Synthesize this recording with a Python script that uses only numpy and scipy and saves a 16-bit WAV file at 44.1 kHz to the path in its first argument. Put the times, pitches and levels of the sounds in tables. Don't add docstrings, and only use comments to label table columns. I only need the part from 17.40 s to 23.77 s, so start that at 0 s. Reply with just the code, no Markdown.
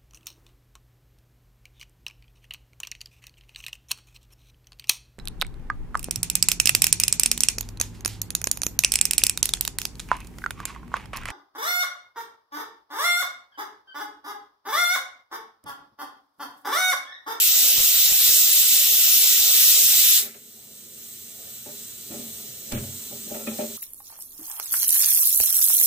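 import sys
import numpy as np
from scipy import signal
from scipy.fft import rfft, irfft, next_fast_len
from scipy.io import wavfile
from scipy.ndimage import uniform_filter1d

SR = 44100
rng = np.random.default_rng(int(sys.argv[2]) if len(sys.argv) > 2 else 0)


def master_out(mix):
    frames = np.transpose(np.atleast_2d(mix))
    ceiling = np.clip(frames, -1, 1)
    pcm = np.round(ceiling * 32767).astype(np.int16)
    wavfile.write(sys.argv[1], SR, pcm)


def voltage_ratio(decibels):
    exponent = np.asarray(decibels, float) / 20
    return 10 ** exponent


N = 280917
DROP_S = 2.777

# [f/Hz, level/dB, t60/s]
STOVE_MODES = [(96.3, -0.5, 0.28), (132.2, 0, .26), (206.8, -2.5, 0.14), (223.2, 0.5, .33),
               (240.4, -1.5, 0.21), (279, -1.5, 0.079), (331.6, -4, 0.24), (381, -8, 0.34),
               (402.5, -6, 0.4), (410, 2.5, 0.15)]


def along(table, hz):
    f, v = np.transpose(table)
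    return np.interp(np.log(np.maximum(hz, 1)), np.log(np.maximum(f, 1)), v)


def walk(rate):
    k = int(SR / rate)
    held = np.repeat(rng.standard_normal(N // k + 1), k)
    return 1.6 * uniform_filter1d(uniform_filter1d(held, k), k)[:N]


def ring(x, hz, t60):
    r = np.exp(-np.log(1000) / (t60 * SR))
    w = 2 * np.pi * hz / SR
    return signal.lfilter([0, r * np.sin(w)], [1, -2 * r * np.cos(w), r * r], x)


def turbulence(colour, side, balance, swell_db, flicker_db, flicker_rate, body_db=0, linger_db=0):
    # [f/Hz, width/Hz, level/dB]
    port_dips = [(1031, 80, -4), (2500, 110, -5), (3190, 62, -5), (4050, 200, 2), (4720, 140, -3),
                 (5053, 110, -5), (5700, 140, -0.5), (6850, 220, 1.5)]
    shared = 0.27
    ripple_db, ripple_hz = 2.5, 40.23
    size = next_fast_len(N)
    hz = np.arange(size // 2 + 1) * SR / size
    inside = (hz >= colour[0][0]) * (hz <= colour[-1][0])
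    mid, sid = rfft(rng.standard_normal((2, size))) * voltage_ratio(along(colour, hz)) * inside
    sid = (np.sqrt(1 - shared) * sid - 1j * np.sqrt(shared) * mid) * voltage_ratio(along(side, hz))
    span = int(ripple_hz * size / SR)
    ripple = voltage_ratio(ripple_db * np.sqrt(span) * uniform_filter1d(rng.standard_normal(len(hz)), span))
    mid, sid = mid * ripple, sid * ripple
    mid = mid * voltage_ratio(sum(db * np.exp(-((hz - at) / width) ** 2) for at, width, db in port_dips))
    pair = np.array([mid + sid, mid - sid]) * voltage_ratio(np.outer([.5, -.5], along(balance, hz)))
    place = 2 * np.log2(np.maximum(hz, 1))
    swell = swell_db * walk(9.0)
    out, still = 0, 0
    for k in range(int(place[inside].min()), int(place[inside].max()) + 2):
        window = np.cos(np.pi / 2 * np.clip(place - k, -1, 1)) ** 2
        band = irfft(pair * window, size)[:, :N]
        is_body = k < 23
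        band = band * voltage_ratio(swell + flicker_db * walk(flicker_rate) + body_db * is_body)
        out = out + band * voltage_ratio(linger_db * is_body)
        still = still + band
    return out / np.std(still.mean(axis=0))


def steam(t):
    # [f/Hz, level/dB per Hz]
    jet_colour = [(590, -76), (1000, -36), (1330, -21), (1440, -25), (2260, -15), (2710, -6.5), (3410, -5),
                  (5040, -5.5), (6630, -5), (8440, -4), (9690, -14), (10600, -5.5), (12500, -2.5),
                  (14800, 0.5), (15500, -0.5)]
    # [f/Hz, level/dB per Hz]
    jet_low = [(90, -17), (150, -8.5), (220, -5.5), (330, -9), (520, -1), (680, -5), (820, -2.5),
               (950, -11), (1150, -10.5)]
    # [f/Hz, level/dB per Hz]
    leak_colour = [(410, -67), (700, -50), (907, -23), (993, -31), (1370, -17), (1520, -23.5),
                   (1970, -18.5), (2130, -18.5), (3270, -7), (4700, -10.5), (7310, -4), (8430, -0.5),
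                   (9980, -15), (13300, -2), (15500, -1.5)]
    # [f/Hz, side minus mid/dB]
    jet_side = [(500, -3), (1000, -0.5), (1500, -2.5), (2400, -2), (7000, 0.5), (8000, -2.5), (9500, 2),
                (10500, -0.5), (13500, 0.5), (15000, -2)]
    leak_side = [(700, -2), (1000, 4.5), (1500, -4.5), (2400, -1), (6500, 0.5), (8000, -3.5), (10300, -0.5),
                 (12500, -2), (13800, -1), (15000, -4.5)]
    # [f/Hz, left minus right/dB]
    jet_balance = [(700, 5), (1300, 4), (2200, 1.5), (3000, -1), (3600, 3.5), (4000, -1.5), (5600, 1.5),
                   (6300, -7.5), (7200, -4), (8700, -4.5), (9100, 5.5), (10100, -6.5), (10700, 1.5),
                   (12000, 5), (15000, -3)]
    leak_balance = [(700, -5), (1300, 3), (3000, -1.5), (3600, 4.5), (4000, -2.5), (5600, 0), (6300, -7.5),
                    (7200, -6), (8000, -6), (9100, -6), (10700, 14), (12000, -0.5), (14200, 3.5),
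                    (14700, -1.5)]
    jet_t60_s, body_t60_s = 0.25, 0.5
    jet_body_db, leak_body_db = 1.2, 3
    after = np.maximum(t - DROP_S, 0)
    linger_db = 60 * after * (1 / jet_t60_s - 1 / body_t60_s) * (after < 1)
    jet = turbulence(jet_colour, jet_side, jet_balance, 0.5, 0.9, 18, jet_body_db, linger_db)
    rumble = turbulence(jet_low, [(100, 0.68), (900, -2)], [(100, 0.16), (900, 0.68)], .5, 1.2, 10)
    jet = jet + voltage_ratio(-33.3) * rumble
    leak = turbulence(leak_colour, leak_side, leak_balance, 0.44, 0.58, 15, leak_body_db)
    jet_db = -19.0 + 0.51 * t - 2.4 * np.exp(-t / 0.044) - 60 * after / jet_t60_s
    leak_db = -39.0 + 0.53 * (t - t[-1]) + phone_gain_db(t)
    return voltage_ratio(jet_db) * jet + voltage_ratio(leak_db) * leak


def touches():
    # [t/s, level near 220 Hz/dB, hardness: extra dB per octave above 220 Hz]
    weight = [
        (2.822, -42, -2),
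        (2.856, -45.5, 0.1),
        (2.944, -56.5, 5.5),
    ]
    hand = [(3.302, -55, -10), (3.423, -48.5, -6), (4.258, -35.5, 2.5), (4.287, -41, 3.5),
            (4.329, -42.5, -1), (4.698, -34.5, -4), (4.712, -37.5, 2), (4.735, -35.5, 2.5),
            (4.757, -35, -2), (4.79, -32.5, -3.5), (4.825, -40, -4.5), (4.859, -37, -6),
            (5.599, -44.5, -5.5), (5.71, -31.5, -0.5), (5.75, -44.5, 2.5)]
    bread = [
        (5.317, -27, 3),
        (5.33, -21, -1),
        (5.349, -25.5, 1.5),
        (5.373, -31, 4),
        (5.405, -28, -3.0),
        (5.435, -32.5, -0.5),
        (5.473, -36, 0),
    ]
    spoon = [(5.862, -36.5, -5.0), (5.894, -43, 3.5), (5.908, -33, 2.5), (5.945, -33.5, 5.5),
             (5.995, -40, 5.0), (6.04, -39, -5), (6.068, -25.5, -0.5), (6.11, -33, -2.0), (6.149, -36, -1),
             (6.185, -23.5, 1), (6.209, -29, 2.0), (6.231, -33, 1.0), (6.294, -36.5, -2)]
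    # near 110, 400 and 650 Hz, then the slap above 1.2 kHz, all dB
    things = [(weight, (-14, 2.5, 0, 1)), (hand, (-13.5, -6.5, -6.5, -16.5)),
              (bread, (1, -11, -14.5, -13)), (spoon, (-30, -8, -3.5, -18))]
    octaves = np.log2(np.array([220, 400, 650, 1000]) / 220)
    return np.array([[s, db, *(colour + hard * octaves)] for rows, colour in things for s, db, hard in rows])


def knocks():
    # [f/Hz, level/dB, t60/s]
    upper_modes = [(507, -8.5, 0.32), (559, -1, 0.18), (579, 1, 0.064), (599.7, 6, 0.16), (670, -22, 0.5),
                   (706, -6, 0.12), (806, -3.5, 0.13), (891, -9.5, 0.15), (1330, -9, 0.19),
                   (2340, -3, 0.047)]
    regions_hz = [115, 223, 390, 650, 920, 1350]
    rows = touches()
    level_db, low_db, mid_db, slap_db = rows[:, 1:2], rows[:, 2:3], rows[:, 3:4], rows[:, 5:6]
    at = (rows[:, 0] * SR).astype(int)[:, None] + np.arange(4096)
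    age = np.arange(4096) / SR
    push = (1 - np.exp(-age / .003)) * np.exp(-age / .006)
    region_db = np.hstack([low_db, 0 * level_db, rows[:, 3:5], rows[:, 4:6]]) + level_db
    out = np.zeros((2, N))
    for hz, db, t60 in STOVE_MODES + upper_modes:
        place_db = np.array([np.interp(np.log(hz), np.log(regions_hz), r) for r in region_db])
        chance = rng.standard_normal((len(rows), 4096))
        steady = push * np.cos(2 * np.pi * hz * age + 6 * chance[:, :1]) * 2 / push.sum()
        chatter = push * chance / np.sqrt(np.sum(push ** 2))
        strength = voltage_ratio(place_db[:, None] + 2.1 * chance[:, 1:2])
        blow = np.zeros(N + 4096)
        np.add.at(blow, at, (0.82 * steady + 0.5 * chatter) * strength)
        mode = ring(blow[:N], hz, t60) * voltage_ratio(db - 6.5)
        far_port = np.roll(mode, int(rng.integers(-16, 17)))
        out = out + np.array([mode * voltage_ratio(1.3 * hz / 600), far_port])
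    out = signal.sosfilt(signal.butter(4, 75, "highpass", fs=SR, output="sos"), out)
    thud = np.zeros(N + 4096)
    thud_shape = (1 - np.exp(-age / 0.0017)) * np.exp(-age / .022)
    np.add.at(thud, at, voltage_ratio(level_db + np.minimum(mid_db, 0)) * thud_shape)
    dull = signal.butter(2, [150, 850], "bandpass", fs=SR, output="sos")
    rustle = signal.sosfilt(dull, rng.standard_normal(N))
    out = out + voltage_ratio(3.0) * thud[:N] * np.array([rustle, np.roll(rustle, 12)])
    slap = np.zeros(N + 4096)
    slap_shape = np.exp(-age / 0.023) + 0.37 * np.exp(-age / 0.0036)
    np.add.at(slap, at, voltage_ratio(level_db + slap_db) * slap_shape)
    papery = signal.butter(2, [1300, 3200], "bandpass", fs=SR, output="sos")
    return out + voltage_ratio(2.0) * slap[:N] * signal.sosfilt(papery, rng.standard_normal((2, N)))


def bumps(t):
    # [t/s, level/dB, push length/s (negative for a pull)]
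    stand_bumps = [
        (0.384, -34.5, .006),
        (0.404, -38, -0.015),
        (.45, -47, 0.015),
        (0.721, -37, .006),
        (0.831, -48, .008),
        (0.89, -38, .005),
        (5.327, -31.5, 0.027),
    ]
    out = 0
    rattle = signal.sosfilt(signal.butter(2, 550, fs=SR, output="sos"), rng.standard_normal(N))
    for s, db, length in stand_bumps:
        u = np.clip((t - s) / abs(length), 0, None)
        push = np.sign(length) * np.sin(np.pi * u ** 0.48) * np.exp(-u / 2.0)
        out = out + voltage_ratio(db) * (push + 2.8 * rattle * np.exp(-np.abs(t - s) / 0.013))
    crack_s, crack_fade_s = 5.32, 0.0054
    crack_shape = np.clip((t - crack_s) / 0.0028, 0, 1) * np.exp(-np.abs(t - crack_s) / crack_fade_s)
    crack = voltage_ratio(-20.0) * crack_shape * rng.standard_normal((2, N))
    return out * voltage_ratio(np.array([[-2.5], [2.5]])) + crack


def scrape(t):
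    # [start t/s, length/s, level/dB, upper resonances re the lowest/dB]
    strokes = [
        (4.704, 0.076, -59, 3.5),
        (5.9, 0.015, -52, -5),
        (5.938, 0.074, -43, -6),
        (6.068, 0.04, -46, 7),
        (6.184, 0.03, -51.5, 6),
    ]
    attack_s, release_s = 0.0043, 0.03
    slips = rng.standard_normal((2, N)) * voltage_ratio(3.0 * walk(90))
    low = ring(slips, 1350, 0.04)
    high = ring(slips, 2450, 0.011) + 0.5 * ring(slips, 1900, 0.011) + 0.4 * ring(slips, 3200, 0.01)
    low, high = low / np.std(low), high / np.std(high)
    out = 0
    for s, length, db, high_db in strokes:
        press = np.clip((t - s) / attack_s, 0, 1) * np.exp(-np.maximum(t - s - length, 0) / release_s)
        out = out + voltage_ratio(db) * press * (low + voltage_ratio(high_db) * high) * 0.7
    return out


def flames(t):
    # [f/Hz, level/dB per Hz]
    flame_colour = [(12, -44), (20, -18), (69, -21.0), (98, -10.5), (174, -5.0), (229, 0.5), (266, -13.0),
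                    (448, -6.5), (600, -11.5), (906, -20), (1000, -23.0), (1300, -66.5), (2200, -120)][1:-1]
    side, balance = [(50, -30), (200, -12.5), (1000, 0)], [(50, 0.038), (1000, 2.7)]
    roar = turbulence(flame_colour, side, balance, 0.99, 2.6, 11)
    hum = sum(voltage_ratio(db) * ring(rng.standard_normal(N), hz, t60) for hz, db, t60 in STOVE_MODES[:9])
    creep_db = -52 + 1.93 * (np.maximum(t, DROP_S) - t[-1])
    return (roar + voltage_ratio(-1.5) * hum / np.std(hum)) * voltage_ratio(creep_db + 0.6 * phone_gain_db(t))


def phone_gain_db(t):
    return -8.5 * np.exp(-np.maximum(t - DROP_S - 0.24, 0) / 0.68)


def starve(x):
    # [f/Hz, level re the frame's mean line/dB]
    weak_line_db = [(40, -14), (150, -14), (500, -13), (1000, -14), (1400, -13), (2000, -11), (3200, -7),
                    (5000, -5), (7000, -12), (9600, -8), (12000, -12), (15000, -12)]
    hop, grid = 1024, 248
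    top_hz, joint_hz, mood_db = 15620, 6900, 2.5
    n, k = np.arange(2 * hop), np.arange(hop)
    window = np.sin(np.pi * (n + .5) / (2 * hop))
    basis = window * np.cos(np.pi / hop * np.outer(k + .5, n + .5 + hop / 2))
    pad = np.pad(x, ((0, 0), (2 * hop - grid, 3 * hop)))
    at = hop * np.arange(pad.shape[1] // hop - 1)[:, None] + n
    left, right = pad[:, at] @ basis.T + 1e-18
    hz = (k + .5) * SR / (2 * hop)
    band = np.where(k < 256, (9 * np.log2(1 + hz / 700)).astype(int), 24 + k // 32)
    band = np.unique(band, return_inverse=True)[1]
    count = band.max() + 1
    member = np.eye(count)[band]
    mood = uniform_filter1d(rng.standard_normal((3, len(at), count)), size=2, axis=1)
    mood = mood[..., band] * np.sqrt(2)
    sign = np.sign(left * right @ member)
    scale = np.sqrt(right ** 2 @ member / (left ** 2 @ member))
    copy = left * (sign * scale)[:, band]
    right = np.where((hz > joint_hz) * (mood[2] < 1.0), copy, right)
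    lines = np.array([left + right, left - right]) / 2
    mean = np.sqrt(np.mean(lines ** 2, axis=(0, 2), keepdims=True))
    step = 2 * mean * voltage_ratio(along(weak_line_db, hz) + mood_db * mood[:2])
    frames = (step * np.round(lines / step) * (hz < top_hz)) @ basis * 2 / hop
    out = np.zeros_like(pad)
    out[:, at[:, :hop]] += frames[..., :hop]
    out[:, at[:, hop:]] += frames[..., hop:]
    mid, side = out[:, 2 * hop - grid:][:, :N]
    return np.array([mid + side, mid - side])


def scene():
    t = np.arange(N) / SR
    return steam(t) + flames(t) + knocks() + bumps(t) + scrape(t)


def band_limit(x):
    return signal.sosfilt(signal.butter(12, 16710, fs=SR, output="sos"), x)


def record(dry):
    mix = starve(dry)
    return band_limit(mix)


dry = scene()
out = record(dry)
master_out(out)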